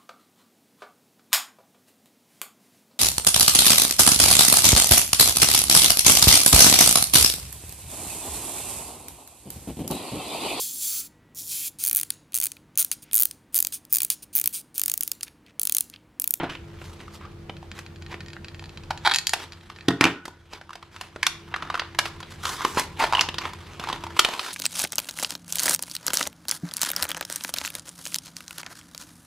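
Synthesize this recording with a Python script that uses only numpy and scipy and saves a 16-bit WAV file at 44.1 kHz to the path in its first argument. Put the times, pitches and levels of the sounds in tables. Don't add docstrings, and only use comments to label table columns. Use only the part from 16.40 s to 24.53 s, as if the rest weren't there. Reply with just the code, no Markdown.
import sys
import numpy as np
from scipy import signal
from scipy.fft import rfft, irfft
from scipy.io import wavfile
from scipy.ndimage import uniform_filter1d, minimum_filter1d

SR = 44100
rng = np.random.default_rng(int(sys.argv[2]) if len(sys.argv) > 2 else 0)


def generate_wav(sig):
    pcm = np.round(np.clip(np.atleast_2d(sig).T, -1, 1) * 32767).astype(np.int16)
    wavfile.write(sys.argv[1], SR, pcm)


N = 358533
TIME = np.arange(N) / SR
TAPS = 2048
HZ = np.fft.rfftfreq(TAPS, 1 / SR)
SNAP_T60_S = 0.031
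LOWEST_HZ = 108
ATTACK_DB_PER_S, RELEASE_DB_PER_S = 700, 296
GRIP_TREBLE_DB, GRIP_RING_DB = 3, 0.5
CUT_HZ = 15600

# [f/Hz, relative level/dB]
AIR_COLOUR = [(15, -30), (36, -2), (58, -5.5), (85, 4.5), (125, -4), (150, -3.5), (200, -4), (250, -14.5),
              (400, -10.5), (600, -18.5), (2000, -27.5), (5000, -35), (9000, -43.5), (16000, -47.5)]
# [f/Hz, level before trim/dB]
HUM_TONES = [(86.1, -47.5), (150.7, -52), (337.8, -50)]
# [f/Hz, likeness/0-1]
MIC_LIKENESS = [(100, 1), (290, 0.87), (640, 0.35), (4000, 0)]
# [t/s, level before trim/dB]
GRIP_LEVEL = [(0, -57), (.7, -55), (1, -61), (2.5, -56), (3.1, -46.5), (5.5, -49.5), (6.5, -50.5),
              (7.4, -45)]
# [t/s, hold/s, level before trim/dB, treble/dB, ring of the card/dB]
FRICTION_STROKES = [(0, 0.039, -32, -22, -1), (0.103, 0.035, -41, -3, -22), (0.41, 0.13, -50.5, 15, 6),
                    (0.599, 0.014, -47.5, 5, 3), (0.74, 0.0066, -46.5, 16, 4),
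                    (0.824, 0.025, -45.5, -10, 14), (1.362, 0.012, -41, 9, 3), (1.71, 0.02, -41, -4, -5),
                    (2.659, 0.071, -31.5, 3, -11), (2.95, 0.089, -34.5, 5, -3), (3.634, 0.041, -13, -11, 2),
                    (4.124, 0.029, -30.5, 1, -1), (4.53, 0.13, -41, 5, -5), (5.122, 0.34, -41, -7, 3),
                    (5.651, 0.013, -36.5, 10, 4), (5.913, 0.0049, -41.5, 13, 6),
                    (6.038, 0.11, -31.5, 17, 11), (6.06, 0.012, -32, 12, 10), (6.192, 0.029, -28, 6.5, 14),
                    (6.228, 0.14, -39, 19, 7), (6.377, 0.011, -23, 10.5, 5), (6.599, 0.055, -26.5, 7, 7.5),
                    (6.612, 0.017, -22, 1, 13), (6.77, 0.072, -29.5, 0, 10),
                    (7.017, 0.054, -32.5, 1.5, 9.5), (7.402, 0.15, -37.5, -2, -4),
                    (7.791, 0.19, -18, 9, 6.5), (8.012, 0.17, -17.5, 13.5, -4)]
# [f/Hz, relative level/dB]
CARD_COLOUR = [(80, -53), (330, 7), (550, -8.5), (800, 5), (1070, 4), (2400, -0.5), (3500, -2.5),
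               (5000, -10), (7000, -16), (12000, -25), (16000, -34)]
# [t/s, f/Hz]
CARD_RING = [(0, 830), (.6, 1240), (6.1, 1160), (6.4, 1020), (6.62, 860), (6.8, 1040), (8, 1000)]
# [f/Hz, relative level/dB]
PLASTIC_COLOUR = [(100, -21.5), (300, -9.5), (600, -6), (1000, 0.5), (3000, -1.5), (5000, -7), (8000, -18),
                  (12000, -24.5), (16000, -41.5)]
# [f/Hz, width/Hz, peak/dB]
SHELL_RESONANCES = [(996, 123, 4), (1465, 550, 2.5), (2730, 300, 2)]
# [t/s, clack before trim/dB, ring f/Hz, bass/dB, treble/dB, t60/s,
# table thump before trim/dB, scissors' ring before trim/dB]
TABLE_KNOCKS = [(0.004, -26.5, 2020, 33, -22, 0.13, -29, -38),
                (0.033, -24.5, 710, 28, -5, 0.13, -22.5, -38),
                (3.484, -12.5, 3580, 18, 6.5, 0.027, -1, -12.5),
                (3.506, -18.5, 1400, 24, -1, 0.049, -13, -19), (3.61, -3, 2180, 9.5, 4, 0.025, -2, -1.5),
                (3.641, 0, 2660, -3, 2, 0.021, -5, -9), (3.653, -4.5, 2600, -6, 1, 0.023, 2, -5)]
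# [f/Hz, relative level/dB, t60/s]
TABLE_MODES = [(130.5, -11, 0.18), (180, -10, 0.16), (297, 3.5, 0.057), (330, -10.5, 0.11),
               (386, -15.5, 0.19), (438, -22, 0.27), (694, -17, 0.18), (810, -12, 0.077)]
# [f/Hz, relative level/dB, t60/s]
LANDING_MODES = [(970, -35, 0.27), (1340, -18, 0.49), (1470, -15.5, 0.69), (1860, -6, 0.16),
                 (2060, -16, 0.18)]
# [t/s, level/dB, ring f/Hz, bass/dB, treble/dB]
PLASTIC_SNAPS = [(0.097, -35.5, 2560, -23, -7), (0.152, -36.5, 2780, -1, -12), (0.416, -41, 2650, 20, -19),
                 (0.604, -45, 2680, 5, -15), (1.096, -32.5, 3000, 17.5, -14), (1.39, -37.5, 1650, 12, 13),
                 (1.742, -34.5, 2300, 22, -5), (1.966, -39, 1550, -3, -26), (2.507, -22, 840, 8.5, -4),
                 (2.935, -10.5, 700, 2, 10), (3.3, -30.5, 1190, -13, -4.5),
                 (3.855, -21.5, 1730, 23.5, 16.5), (3.88, -23, 910, 29.5, 14), (4.134, -24, 5000, 27.5, 9),
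                 (4.213, -28.5, 1500, 12, -3), (4.332, -28, 1630, -5, 3), (4.355, -26, 695, 15, 4),
                 (4.427, -29.5, 1270, 0, -5), (4.563, -30, 1400, 6, 1), (4.612, -23, 720, 6, 7.5),
                 (4.761, -27.5, 1450, 26, 1), (4.83, -12.5, 1840, -18, 0.5), (4.867, -10, 740, -11, 9.5),
                 (5.141, -20, 1660, 1, -21), (5.224, -26, 1250, 5, -9), (5.301, -21.5, 1170, 5, -6),
                 (5.343, -21.5, 1150, 3.5, -13), (5.396, -19.5, 4730, -11.5, -13),
                 (5.419, -28, 1080, 10, -17), (5.548, -35.5, 1830, 9, 0), (5.589, -12.5, 1550, -2.5, 7),
                 (5.656, -27, 4750, 3, -17), (5.804, -36.5, 1230, 7, 9.5), (5.829, -35.5, 3870, 6, -7),
                 (6.054, -23, 1000, -10, 4), (6.249, -15.5, 1030, 13.5, 3.5), (6.372, -20.5, 1070, 24, -9),
                 (6.396, -24, 1060, 15, 25), (6.64, -19, 730, 13, -39), (6.81, -14.5, 5760, -19, 2.5),
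                 (6.888, -24.5, 3000, 14, -1), (6.943, -31, 3270, 11, 5), (6.984, -23, 4640, 3, -0.5),
                 (7.054, -26, 7200, 7, -18), (7.134, -35.5, 1140, 9, 10.5), (7.397, -30.5, 3130, 24, 8),
                 (7.439, -29, 1200, 22, 10), (7.488, -26.5, 900, 3, 0.5), (7.528, -25, 3330, 21.5, 4.5),
                 (7.638, -30.5, 1060, 21, 7.5), (7.793, 8, 2950, 10.5, 16.5), (7.848, 2, 3150, 10, 9),
                 (7.887, -8, 760, 17, 5), (7.937, -13, 2650, 15, 11), (7.994, -6, 4100, -5, 0),
                 (8.084, -18, 1000, 13, 12), (8.107, -19.5, 4600, -21.5, 3)]
# [t/s, level/dB, f/Hz]
FACET_POPS = [(0.68, -44, 1270), (0.811, -44.5, 1070), (0.851, -44, 1230), (1.228, -44, 800),
              (2.224, -44.5, 880), (4.293, -29, 1180), (4.306, -26.5, 1190), (5.162, -25, 1170),
              (5.353, -20.5, 1340), (5.376, -30, 1200), (6.207, -30.5, 1060), (6.379, -23.5, 1030),
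              (6.608, -25, 1000), (6.625, -22, 960), (6.725, -20.5, 930), (6.734, -19.5, 970),
              (6.741, -25, 980), (6.75, -19, 2960), (6.753, -23, 1000), (6.77, -23, 2900),
              (6.782, -24.5, 1040), (6.793, -18.5, 2800), (7.472, -32, 910), (7.499, -26.5, 1050),
              (7.667, -31, 990), (7.766, -34.5, 980), (7.792, 3, 1360), (7.862, -15, 830)]
# [t/s, level/dB]
BLADE_SLIPS = [(1.168, -47), (1.316, -39), (1.464, -44), (1.56, -50), (1.623, -45.5), (1.664, -43.5),
               (1.806, -40), (1.81, -47), (1.862, -46.5), (1.884, -44.5), (1.903, -48), (1.933, -42),
               (2.046, -39.5), (2.084, -40.5), (2.146, -44), (2.195, -41), (2.241, -43), (2.258, -46.5),
               (2.294, -46), (2.374, -40.5), (2.436, -47.5), (2.576, -40), (2.738, -16), (2.746, -13),
               (2.76, -14), (2.786, -15.5), (2.87, -13.5), (2.894, -19), (3.122, -35), (3.133, -39),
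               (3.211, -46.5), (3.362, -39.5), (3.387, -39.5), (3.409, -36.5)]
# [t/s, treble/dB]
SLIP_TREBLE = [(1.5, -7.5), (2.45, -6.5), (2.73, 0), (2.745, 10), (2.89, 21), (3.3, -16)]
# [f/Hz, relative level/dB]
BLADE_COLOUR = [(200, -36), (500, -11), (720, -3), (1400, 5.5), (2500, 9), (4200, 6.5), (5500, 3),
                (8000, -7), (11000, -10.5), (13000, -20), (16000, -39.5)]
# [f/Hz, width/Hz, peak/dB]
BLADE_RESONANCES = [(1863, 130, 11), (2600, 220, 9.5), (3020, 590, -2), (3300, 240, 7), (3960, 200, 0),
                    (4160, 300, 10), (4750, 380, 7), (5530, 260, 2.5), (7120, 500, 9.5)]
# [t of the break/s, straining before it/s, level/dB, ring of the sheet/dB]
BLADE_BITES = [(2.664, 0.0155, -11, 13), (2.675, 0.007, -7.5, 12), (2.697, .006, -19, 8),
               (2.713, .002, -15, 8), (2.718, .004, -13, 4.5)]
# [f/Hz, relative level/dB]
BITE_COLOUR = [(150, -24.5), (350, -5), (550, -16.5), (800, -3), (1400, 4), (1900, 5.5), (2400, -1),
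               (2900, -16), (3300, 5), (4200, 2), (5500, -13.5), (8000, -22.5), (11000, -23.5),
               (16000, -48)]
# [f/Hz, relative level/dB]
MIC_DIFFERENCE = [(100, -40), (500, -33), (1000, -22), (2000, -16), (4000, -8.5), (8000, -2), (14000, -1.5)]
# [f/Hz, t60/s]
ROOM_DECAY = [(150, .4), (500, .3), (1200, .38), (3000, .33), (7000, .27), (14000, .18)]
# [f/Hz, relative level/dB]
ROOM_LEVEL = [(150, -7), (500, -7.5), (1300, -12), (4000, -12.5), (12000, -12.5)]


def amp(db):
    return 10 ** (np.asarray(db) / 20)


def unit(x):
    return x / np.sqrt(np.mean(x ** 2) + 1e-20)


def read(points, hz):
    f, value = np.transpose(points)
    return np.interp(np.log(hz + 1), np.log(f + 1), value)


def over_time(points, t):
    return np.interp(t, *np.transpose(points))


def slow_noise(count):
    return np.interp(TIME, np.linspace(0, TIME[-1], count), rng.standard_normal(size=count))


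def add(mix, s, sound):
    part = mix[max(round(s * SR), 0):][:len(sound)]
    part += sound[:len(part)]


def shaped(x, points):
    gain = amp(read(points, np.fft.rfftfreq(x.shape[-1], 1 / SR)))
    return irfft(rfft(x) * gain, x.shape[-1])


def hump(hz, centre_hz, octaves):
    return np.exp(-(np.log2((hz + 1) / centre_hz) / octaves) ** 2)


def resonances(modes):
    return sum(db / (1 + (2 * (HZ - hz) / width) ** 2) for hz, width, db in modes)


def shelves(bass_db, treble_db, bass_hz=700, treble_hz=4500):
    low, high = (HZ / bass_hz) ** 3, (HZ / treble_hz) ** 3
    return bass_db / (1 + low) + treble_db * high / (1 + high)


def causal(db):
    log_gain = np.log(amp(np.r_[db, db[-2:0:-1]]))
    return np.exp(np.conj(signal.hilbert(log_gain)))[:len(db)]


def echo(delay_s, share):
    return share * np.exp(-2j * np.pi * HZ * delay_s)


def at_level(sound, db):
    return amp(db) * sound / np.sqrt(np.sum(sound ** 2) / (SR / 100))


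def background(air_db=-44.5, hum_db=-2, waver=0.33):
    a, b = rfft(rng.standard_normal((2, N)))
    same = np.clip(read(MIC_LIKENESS, np.fft.rfftfreq(N, 1 / SR)), 0, 1)
    mid, side = a * np.sqrt(1 + same), b * np.sqrt(1 - same)
    air = amp(air_db) * unit(shaped(irfft([mid + side, mid - side], N), AIR_COLOUR))
    hum = np.zeros(N)
    for hz, db in HUM_TONES:
        drift = waver * slow_noise(40)
        tone = np.sin(2 * np.pi * (hz * TIME + rng.random()) + drift)
        hum += amp(db + hum_db) * np.sqrt(2) * (1 + drift) * tone
    return air + hum


def effort(t):
    total = amp(over_time(GRIP_LEVEL, t)) ** 2
    treble, ring = GRIP_TREBLE_DB * total, GRIP_RING_DB * total
    for s, hold, db, treble_db, ring_db in FRICTION_STROKES:
        before, after = np.maximum(s - t, 0), np.maximum(t - s - hold, 0)
        power = amp(db - ATTACK_DB_PER_S * before - RELEASE_DB_PER_S * after) ** 2
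        total = total + power
        treble = treble + treble_db * power
        ring = ring + ring_db * power
    return 10 * np.log10(total), treble / total, ring / total


def rubbing(level_db=-1, grains_per_s=2400, spread_db=2.0, hiss=0.28, patchy_db=2.5,
            treble_hz=4500, ring_octaves=0.25):
    sizes = amp(spread_db * np.minimum(rng.exponential(1, N), 5)) * rng.choice([-1, 1], N)
    grains = unit(sizes * (rng.random(N) < grains_per_s / SR)) + hiss * rng.standard_normal(N)
    hz, t, z = signal.stft(unit(grains), SR, nperseg=256, noverlap=192)
    patches = uniform_filter1d(rng.standard_normal(z.shape), size=3, axis=0)
    patches = unit(uniform_filter1d(patches, size=24, axis=1))
    high = 1 - 1 / (1 + (hz[:, None] / treble_hz) ** 3)
    db, treble_db, ring_db = effort(t)
    ring = ring_db * hump(hz[:, None], over_time(CARD_RING, t), ring_octaves)
    colour = amp(read(CARD_COLOUR, hz)[:, None] + high * treble_db + ring + patchy_db * patches)
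    colour /= np.sqrt(np.mean(colour ** 2, axis=0))
    sound = signal.istft(z * colour, SR, nperseg=256, noverlap=192)[1][:N]
    sound *= unit(amp(patchy_db * slow_noise(1000)))
    return sound * amp(level_db + np.interp(TIME, t, db))


def snap(db, ring_hz, bass_db, treble_db, t60, ring_db=8, ring_octaves=0.38, crack=4.9, evenness=0.21,
         rise=0.00047, flip_s=0.0023, flip_db=4, table_s=0.001126, table_share=0.27):
    t = np.arange(TAPS) / SR
    envelope = amp(flip_db * np.exp(-(t / flip_s) ** 2) - 60 * t / t60) * (1 - np.exp(-t / rise))
    waves = rng.standard_normal(TAPS) * envelope
    waves[0] += crack
    z = rfft(waves)
    ripple_db = 10 * np.log10(uniform_filter1d(abs(z) ** 2, size=30))
    ring = ring_db * hump(HZ, ring_hz, ring_octaves)
    colour = read(PLASTIC_COLOUR, HZ) + resonances(SHELL_RESONANCES) + ring + shelves(bass_db, treble_db)
    paths = 1 + echo(table_s * 2 ** rng.uniform(-0.49, 0.532), table_share)
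    return at_level(irfft(z * paths * causal(colour - evenness * ripple_db)), db)


def crinkle(count=260, level_db=-6, spread_db=3.5, ring_hz=1300, octaves=0.31, bass_db=4, t60=0.03):
    out = np.zeros(N)
    times = rng.uniform(0, TIME[-1], count)
    chance = np.clip(rng.standard_normal((count, 2)), -2, 2)
    for s, db, treble_db, _, (size, pitch) in zip(times, *effort(times), chance):
        crease_db = level_db + db + spread_db * size
        add(out, s, snap(crease_db, ring_hz * 2 ** (octaves * pitch), bass_db, treble_db, t60))
    return out


def ringing(modes, rattle, rise_s, rattle_s=0.011):
    t = np.arange(SR // 2) / SR
    out, rattle = np.zeros(len(t)), np.clip(rattle, 0, 1)
    for hz, db, t60 in modes:
        a, b = uniform_filter1d(rng.standard_normal((2, len(t))), max(round(rattle_s * SR), 1))
        sway = np.sqrt(1 - rattle ** 2) + rattle * (unit(a) + 1j * unit(b)) / np.sqrt(2)
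        out += amp(db - 60 * t / t60) * (sway * np.exp(2j * np.pi * hz * t)).imag
    high_pass = signal.butter(2, LOWEST_HZ, "high", fs=SR, output="sos")
    return signal.sosfilt(high_pass, out * (1 - np.exp(-t / rise_s)))


def knocks(clack_db=-1, thump_db=-3, ring_db=-3):
    out = np.zeros(N)
    for s, *clack, table_db, scissors_db in TABLE_KNOCKS:
        add(out, s, amp(clack_db) * snap(*clack, ring_db=9, ring_octaves=0.36))
        add(out, s, amp(table_db + thump_db) * ringing(TABLE_MODES, rattle=0.095, rise_s=0.00036))
        add(out, s, amp(scissors_db + ring_db) * ringing(LANDING_MODES, rattle=0.64, rise_s=0.001))
    return out


def blister(creak_db=-19, creak_s=0.0021):
    out = np.zeros(N)
    for s, *blow in PLASTIC_SNAPS:
        add(out, s - creak_s, amp(creak_db) * snap(*blow, SNAP_T60_S))
        add(out, s, snap(*blow, SNAP_T60_S))
    return out


def buckling(swell_s=0.00073, crack_db=-5):
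    out, t = np.zeros(N), np.arange(TAPS) / SR
    age = t / swell_s
    for s, db, hz in FACET_POPS:
        pop = age ** 2 * np.exp(-age) * np.sin(2 * np.pi * (hz * t + rng.random()))
        add(out, s, at_level(pop, db) + snap(db + crack_db, hz, 0, 0, SNAP_T60_S))
    return out


def jolt(db, colour_db, scatter, scatter_t60, echoes=((.0013, .35), (.0077, .13))):
    paths = 1 + sum(echo(delay, share) for delay, share in echoes)
    push = scatter * rng.standard_normal(TAPS) * amp(-60 * np.arange(TAPS) / SR / scatter_t60)
    push[0] += 1
    return at_level(irfft(rfft(push) * paths * causal(colour_db)), db)


def blade_click(db, treble_db, sheet_db, sheet_hz=900, sheet_octaves=0.67, vary=0.14, detune=0.012):
    chance = np.clip(rng.standard_normal((len(BLADE_RESONANCES), 2)), -2, 2)
    modes = [(hz * (1 + detune * a), width, peak_db * (1 + vary * b))
             for (hz, width, peak_db), (a, b) in zip(BLADE_RESONANCES, chance)]
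    sheet = sheet_db * hump(HZ, sheet_hz, sheet_octaves)
    colour = read(BLADE_COLOUR, HZ) + resonances(modes) + sheet + shelves(0, treble_db, treble_hz=5400)
    return jolt(db, colour, scatter=0.097, scatter_t60=0.025)


def scissors(sheet_db=4):
    out = np.zeros(N)
    for s, db in BLADE_SLIPS:
        add(out, s, blade_click(db, over_time(SLIP_TREBLE, s), sheet_db))
    return out


def cutting(fractures_per_s=370, strain_db=-7, build_db_per_s=500, sheet_hz=880, sheet_octaves=0.41,
            jitter=0.14):
    out = np.zeros(N)
    for s, length, db, sheet_db in BLADE_BITES:
        colour = read(BITE_COLOUR, HZ) + sheet_db * hump(HZ, sheet_hz, sheet_octaves)
        add(out, s, jolt(db, colour, scatter=0.11, scatter_t60=0.024))
        for k in np.arange(1, length * fractures_per_s):
            before = (k + jitter * rng.standard_normal()) / fractures_per_s
            fracture_db = db + strain_db - build_db_per_s * before
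            add(out, s - before, jolt(fracture_db, colour, scatter=0.06, scatter_t60=0.036))
    return out


def microphones(x, balance_db, lead, wander, scatter=0.86, scatter_s=0.0008, shadow=0.35):
    spot = slow_noise(120)
    paths = rng.standard_normal(TAPS) * np.exp(-TIME[:TAPS] / scatter_s) * TIME[:TAPS]
    spread = rfft(paths / np.linalg.norm(paths), N)
    scattered = irfft(rfft(x) * (shadow * spread.real + 1j * spread.imag), N)
    out_of_step = signal.hilbert(x).imag * np.sin(lead + wander * spot)
    side = shaped(out_of_step + scatter * scattered, MIC_DIFFERENCE)
    return np.array([x + side, x - side]) * amp([[balance_db], [-balance_db]])


def room(x, delay=.006, wide_hz=1800):
    hz, t, z = signal.stft(rng.standard_normal((2, SR // 2)), SR, nperseg=256)
    fade = amp(-60 * t / read(ROOM_DECAY, hz)[:, None])
    energy = np.sum(fade ** 2, axis=1, keepdims=True) * t[1] * SR
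    fade *= amp(read(ROOM_LEVEL, hz))[:, None] / np.sqrt(energy)
    z[1] *= (hz ** 2 / (hz ** 2 + wide_hz ** 2))[:, None]
    mid, side = signal.istft(z * fade, SR, nperseg=256)[1]
    tail = np.pad([mid + side, mid - side], ((0, 0), (round(delay * SR), 0)))
    return signal.fftconvolve(x[None], tail, axes=1)[:, :N]


def gain_control(x, threshold_db=-18.0, ratio=5, window_s=0.029, hold_s=0.63, recover_db_per_s=12.0):
    window, hold = round(window_s * SR), round(hold_s * SR)
    power = abs(uniform_filter1d(np.mean(x ** 2, axis=0), window))
    level_db = 10 * np.log10(power + 1e-12)
    cut_db = np.minimum(threshold_db - level_db, 0) * (1 - 1 / ratio)
    held_db = minimum_filter1d(cut_db, hold, origin=(hold - 1) // 2, mode="nearest")
    recovery = recover_db_per_s * TIME
    gain_db = np.minimum.accumulate(held_db - recovery) + recovery
    return x * amp(uniform_filter1d(gain_db, window // 2))


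def scene():
    hands = blister() + buckling() + crinkle() + knocks() + rubbing()
    blades = scissors() + cutting()
    near_hands = microphones(hands, balance_db=-0.3, lead=0.53, wander=0.21)
    near_blades = microphones(blades, balance_db=-0.3, lead=1.2, wander=0.38)
    return near_hands + near_blades + room(hands + blades) + background()


def record(dry):
    limited = np.clip(gain_control(dry), -1, 1)
    low_pass = signal.firwin(511, CUT_HZ, window=("kaiser", 9), fs=SR)
    return signal.oaconvolve(limited, low_pass[None], "same")


dry = scene()
out = record(dry)
generate_wav(out)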